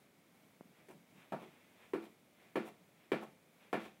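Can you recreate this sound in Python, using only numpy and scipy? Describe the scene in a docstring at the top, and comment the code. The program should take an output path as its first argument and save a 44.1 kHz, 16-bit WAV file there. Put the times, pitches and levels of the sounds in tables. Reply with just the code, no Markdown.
"""Cat pawing beside a litter tray

A cat swipes a front paw over a tiled floor in a small hard room. Each swipe is a faint brush as the
leg reaches out, a hollow knock as the returning paw excites the modes of the plastic tray, and a short
gritty scrape of friction. Soft footfalls and one dull tap lie over quiet room noise and hiss."""
import sys
import numpy as np
from scipy import signal
from scipy.fft import rfft
from scipy.io import wavfile
from scipy.ndimage import uniform_filter1d

SR = 44100
rng = np.random.default_rng(int(sys.argv[2]) if len(sys.argv) > 2 else 0)


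def digitize_waveform(pressure):
    """Quantize a signal to 16-bit integers and store it at the path in sys.argv[1].

    Rows of a 2-D input are taken as channels; values are limited to [-1, 1].
    """
    field = np.atleast_2d(pressure).T
    bounded = np.clip(field, -1, 1)
    quanta = np.round(bounded * 32767).astype(np.int16)
    wavfile.write(sys.argv[1], SR, quanta)


N = 176400


def amp(db):
    """Amplitude ratio: a factor of ten for every 20 dB."""
    return 10 ** (np.asarray(db) / 20)


def unit_rms(x):
    """Normalisation to unit mean power."""
    return x / np.sqrt(np.mean(x ** 2) + 1e-30)


def unit_energy(x):
    """Normalisation to a unit sum of squares."""
    return x / np.linalg.norm(x)


def curve_at(points, hz):
    """Linear interpolation on a logarithmic frequency axis."""
    frequencies, values = np.transpose(points)
    return np.interp(np.log(hz + 1), np.log(frequencies), values)


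def add(mix, start_s, sound):
    """Superposition: a sound joins the mix at its start time."""
    part = mix[max(round(start_s * SR), 0):][:len(sound)]
    part += sound[:len(part)]


def colour(x, spectrum, size=4096):
    """Minimum-phase filtering: a causal response of unit energy imposes the spectral shape."""
    log_gain = np.log(amp(curve_at(spectrum, abs(np.fft.fftfreq(size, 1 / SR)))))
    response = np.exp(np.conj(signal.hilbert(log_gain)))
    taps = np.fft.ifft(response).real[:size // 2]
    return signal.fftconvolve(x, unit_energy(taps))[:len(x)]


# Spectrum of the room noise. Each row: frequency in Hz, relative level in dB.
NOISE_SPECTRUM = [(20, -45.5), (50, -30), (90, -9), (125, -5), (175, 1.5), (260, -1), (400, -6), (600, -6),
                  (900, -12), (1600, -15.5), (2000, -14), (2200, -10), (2700, -18), (3400, -18),
                  (4500, -23), (7000, -24), (10000, -24), (15500, -25)]


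def room_noise(level_db=-68, waver_db=0.5):
    """Amplitude modulation: steady room noise and hiss waver slightly in level."""
    waver = unit_rms(uniform_filter1d(rng.standard_normal(N), size=6000))
    return amp(level_db + waver_db * waver) * colour(rng.standard_normal(N), NOISE_SPECTRUM)


# Spectrum of the tap. Each row: frequency in Hz, relative level in dB.
TAP_SPECTRUM = [(40, -43), (110, -14), (180, 2), (350, -2.5), (700, -8), (1200, -17), (2000, -28),
                (6000, -62)]


def tap(start_s=0.6095, level_db=-61):
    """Impulse response: one damped pulse close by, dull and without reverberation."""
    pulse = np.zeros(N)
    add(pulse, start_s, amp(level_db) * unit_rms(signal.unit_impulse(SR // 10)))
    return colour(pulse, TAP_SPECTRUM)


# Footfalls. Each row: start in seconds, level in dB.
FOOTFALLS = [(.645, -63.5), (0.919, -58), (1.123, -63), (1.161, -65), (2.788, -65)]
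# Spectrum of a footfall. Each row: frequency in Hz, relative level in dB.
FOOTFALL_SPECTRUM = [(50, -36), (120, -14), (175, 3), (300, -10), (600, -50), (3000, -44)]


def footfalls(decay_s=0.045):
    """Cushioned impact: the pads make low, exponentially dying thuds as the cat shifts its weight."""
    t, thuds = np.arange(SR // 4) / SR, np.zeros(N)
    for start_s, db in FOOTFALLS:
        add(thuds, start_s, amp(db) * rng.standard_normal(len(t)) * np.exp(-t / decay_s))
    return colour(thuds, FOOTFALL_SPECTRUM)


def swell(peak_s, half_s):
    """Gaussian envelope of a stroke's pressure; the half length is one standard deviation."""
    return np.exp(-0.5 * ((np.arange(N) / SR - peak_s) / half_s) ** 2)


# Brushing strokes. Each row: peak time in seconds, half length in seconds, level in dB.
BRUSHES = [(0.798, 0.041, -71), (1.21, 0.036, -67.5), (1.46, 0.2, -69.5), (1.69, 0.031, -94),
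           (1.834, 0.042, -66), (2.441, 0.055, -69), (3.03, 0.049, -71.5), (3.646, 0.049, -67)]
# Spectrum of the brushing. Each row: frequency in Hz, relative level in dB.
BRUSH_SPECTRUM = [(100, -27), (400, -0.5), (1000, -3), (1500, -3.5), (2000, -1), (2450, 0.5), (3000, -6),
                  (3500, -5.5), (4500, -19.5), (15000, -25)]


def brushes():
    """Friction noise: fur and pads rub faintly, in proportion to the pressure of each stroke."""
    pressure = sum(amp(db) * swell(peak_s, half_s) for peak_s, half_s, db in BRUSHES)
    return colour(rng.standard_normal(N), BRUSH_SPECTRUM) * pressure


def mode(t, hz, t60):
    """Damped oscillation: a sinusoid that falls 60 dB in t60 seconds."""
    return np.sin(2 * np.pi * hz * t) * np.exp(-np.log(1000) * t / t60)


# Modes of the plastic tray. Each row: frequency in Hz, relative level in dB, T60 in seconds.
TRAY_MODES = [(295, -5, 0.26), (336, -1.5, 0.28), (375, 3.5, 0.2), (525, -3, 0.35), (586, 2.5, 0.19),
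              (645, 0, 0.31), (765, -1, 0.25), (880, -8, 0.37), (958, -9, 0.27), (1131, -8.5, 0.32),
              (1348, -5.5, .26), (1690, -8, 0.23), (2260, -8.5, 0.25), (2394, -7.5, 0.36)]
# Standing waves of the room. Each row: frequency in Hz, relative level in dB, T60 in seconds.
ROOM_MODES = [(149.4, -8, 0.44), (185.3, -6.5, 0.3), (216.6, -6, 0.44), (242, -16, 0.4), (422, -5, 0.1),
              (498, -2, 0.17), (687.7, 1, 0.19), (816, -15, 0.22), (1083, 0, 0.12), (1250, -20, 0.15),
              (1440, -6, .25), (1510, -32, 0.31), (1602, -7.5, 0.15), (1790, -12.5, 0.36)]


def ringing():
    """Modal superposition: tray modes start in phase; adjacent room modes start opposed, then swell."""
    t = np.arange(SR // 2) / SR
    tray = [amp(db) * mode(t, hz, t60) for hz, db, t60 in TRAY_MODES]
    room = [amp(db) * mode(t, hz, t60) for hz, db, t60 in ROOM_MODES]
    return unit_energy(sum(tray) + sum(room[::2]) - sum(room[1::2]))


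# Reverberation time of the room. Each row: frequency in Hz, T60 in seconds.
ROOM_T60 = [(120, 0.7), (350, 0.29), (900, 0.26), (2400, 0.36), (6000, 0.45), (14000, 0.2)]


def room_tail():
    """Reverberation: half a second of dense reflections, each band decaying at its own rate."""
    hz, t, bands = signal.stft(rng.standard_normal(SR // 2), SR, nperseg=256)
    decay = np.exp(-np.log(1000) * t / curve_at(ROOM_T60, hz)[:, None])
    _, tail = signal.istft(bands * decay, SR, nperseg=256)
    return unit_energy(tail[:SR // 2])


def contact_noise(t, decay_s):
    """Broadband excitation: a brief contact gives exponentially dying noise of unit energy."""
    return unit_energy(rng.standard_normal(len(t)) * np.exp(-t / decay_s))


def rebound(t, delay_s=0.051, half_s=0.0088, centre_hz=227, fall_hz_per_s=1700):
    """Downward chirp: the tray rocks back after a knock with a soft thud of falling pitch."""
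    lag = t - delay_s
    cycles = lag * (centre_hz - 0.5 * fall_hz_per_s * lag) + rng.random()
    return np.exp(-0.5 * (lag / half_s) ** 2) * np.sin(2 * np.pi * cycles)


# The seven bands of a knock. Each entry: band edge in Hz.
BAND_EDGES_HZ = [120, 250, 450, 850, 1500, 2800, 5000, 15000]


def equalise(blow, band_db, size=3600, passes=2):
    """Equalisation: smooth filters bring the first 80 ms of a blow towards the given band levels."""
    edges = np.array(BAND_EDGES_HZ)
    centres = np.sqrt(edges[1:] * edges[:-1])
    edge_bins = (edges * size / SR).astype(int)
    for _ in range(passes):
        band_power = np.add.reduceat(abs(rfft(blow[:size])) ** 2, edge_bins)[:-1]
        gain_db = band_db - 10 * np.log10(band_power)
        blow = colour(blow, np.transpose([centres, gain_db]))
    return blow / blow[:size].std() * np.linalg.norm(amp(band_db))


# Dense ringing beneath the tray's modes. 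Each row: frequency in Hz, relative level in dB.
BODY_SPECTRUM = [(70, -35.5), (150, -7.5), (220, -14.5), (400, -2.5), (600, -0.5), (1000, -7), (2300, -14),
                 (3500, -17), (4500, -23.5), (5800, -29.5), (10000, -26), (15000, -31.5)]
# Paw knocks. Each row: start in seconds, low and high pitch of the struck spot in Hz, their two
# relative levels in dB, push level in dB, rebound level in dB, then seven band levels in dB.
KNOCKS = [(0.8853, 386, 1870, 4, -10, -88, -70, -78, -67.5, -66.5, -79, -71.5, -79.5, -78),
          (1.3213, 931, 1308, -4.5, -9, -87, -46, -51, -52, -46, -50.5, -60, -69, -74.5),
          (1.9344, 395, 1097, 0, -17, -67, -53, -57, -39, -50, -52.5, -57, -67.5, -73),
          (2.556, 533, 1150, -13, -6, -68, -42, -51.5, -39.5, -44, -48, -49.5, -60, -68.5),
          (3.1181, 394, 2324, -2.5, -6, -63, -40.5, -49, -37.5, -42.5, -48.5, -46.5, -56, -67),
          (3.729, 711, 1743, 1, -11, -69, -42.5, -50.5, -42.5, -42, -46, -47.5, -59, -66.5)]


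def knocks(attack_s=0.0017, spot_t60=0.12, bass_cut_hz=157, push_hz=50, push_s=0.007):
    """Impact excitation: a slap and a rough contact ring tray and room, each blow on another spot."""
    t, out = np.arange(SR // 2) / SR, np.zeros(N)
    ring, reflections = ringing(), room_tail()
    bass_cut = signal.butter(3, bass_cut_hz, "high", fs=SR, output="sos")
    onset = 1 - np.exp(-t / attack_s)
    push = np.sin(2 * np.pi * push_hz * t) * t / push_s * np.exp(1 - t / push_s)  # paw on the floor
    for start_s, low_hz, high_hz, low_db, high_db, push_db, rebound_db, *band_db in KNOCKS:
        contact = amp(-1.5) * contact_noise(t, decay_s=0.023)
        slap = amp(-11.5) * contact_noise(t, decay_s=0.0057)
        body = colour(reflections + contact + slap, BODY_SPECTRUM)
        spot_low = amp(low_db) * unit_energy(mode(t, low_hz, spot_t60))
        spot_high = amp(high_db) * unit_energy(mode(t, high_hz, spot_t60))
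        tones = amp(1.5) * ring + spot_low + spot_high
        blow = equalise(signal.sosfilt(bass_cut, tones * onset + body), np.array(band_db))
        add(out, start_s, blow + amp(push_db) * push + amp(rebound_db) * rebound(t))
    return out


def slips(per_s=2100, spread_db=4):
    """Stick-slip friction: a dense random train of tiny impulses of uneven size."""
    size = amp(spread_db * np.minimum(rng.exponential(1, N), 4))
    polarity = rng.choice([-1, 1], N)
    slipping = rng.random(N) < per_s / SR
    return unit_rms(size * polarity * slipping)


# Scrapes. Each row: peak time in seconds, half length in seconds, pad, claw and grit levels in dB.
SCRAPES = [(0.908, 0.0089, -57, -68, -72.5), (1.429, 0.023, -58.5, -64.5, -76.5),
           (2.04, 0.024, -61, -65.5, -74), (2.674, 0.018, -55, -63.5, -67), (3.229, 0.014, -51, -70, -70.5),
           (3.811, 0.013, -59.5, -62, -75), (3.857, 0.025, -57.5, -61, -71.5)]
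# Spectra of pad, claws and grit. Each row: frequency in Hz, relative level in dB.
PAD_SPECTRUM = [(60, -24.5), (180, -13.5), (300, -2.5), (400, 3), (550, -7.5), (750, -0.5), (1300, -9.5),
                (1800, -19), (4000, -34.5), (15000, -58)]
CLAW_SPECTRUM = [(300, -42), (1200, -10), (1900, -1), (2450, 3.5), (2950, -5), (3500, -3.5), (4500, -15.5),
                 (7000, -24), (15000, -33)]
GRIT_SPECTRUM = [(500, -14), (3000, -11), (6000, -1.5), (10000, 1), (15000, -2.5)]


def scrapes(reverb_db=-7, ring_db=-17.5):
    """Sliding friction: the pad drags on tile, claws rasp and catch on grit; room and tray resonate."""
    direct = np.zeros(N)
    for layer, spectrum in enumerate([PAD_SPECTRUM, CLAW_SPECTRUM, GRIT_SPECTRUM]):
        pressure = sum(amp(db[layer]) * swell(peak_s, half_s) for peak_s, half_s, *db in SCRAPES)
        direct += colour(slips() * pressure, spectrum)
    response = amp(reverb_db) * room_tail() + amp(ring_db) * ringing()
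    return direct + signal.fftconvolve(direct, response)[:N]


def scene():
    """Linear superposition: the pressures of all sources add in one channel."""
    return (knocks() + scrapes() + brushes() + footfalls() + tap() + room_noise())[None]


def record(dry):
    """Band limiting: a steep windowed-sinc low-pass removes the treble above 15850 Hz."""
    low_pass = signal.firwin(511, 15850, window=("kaiser", 9), fs=SR)
    return signal.oaconvolve(dry, low_pass[None], "same")


dry = scene()
out = record(dry)
digitize_waveform(out)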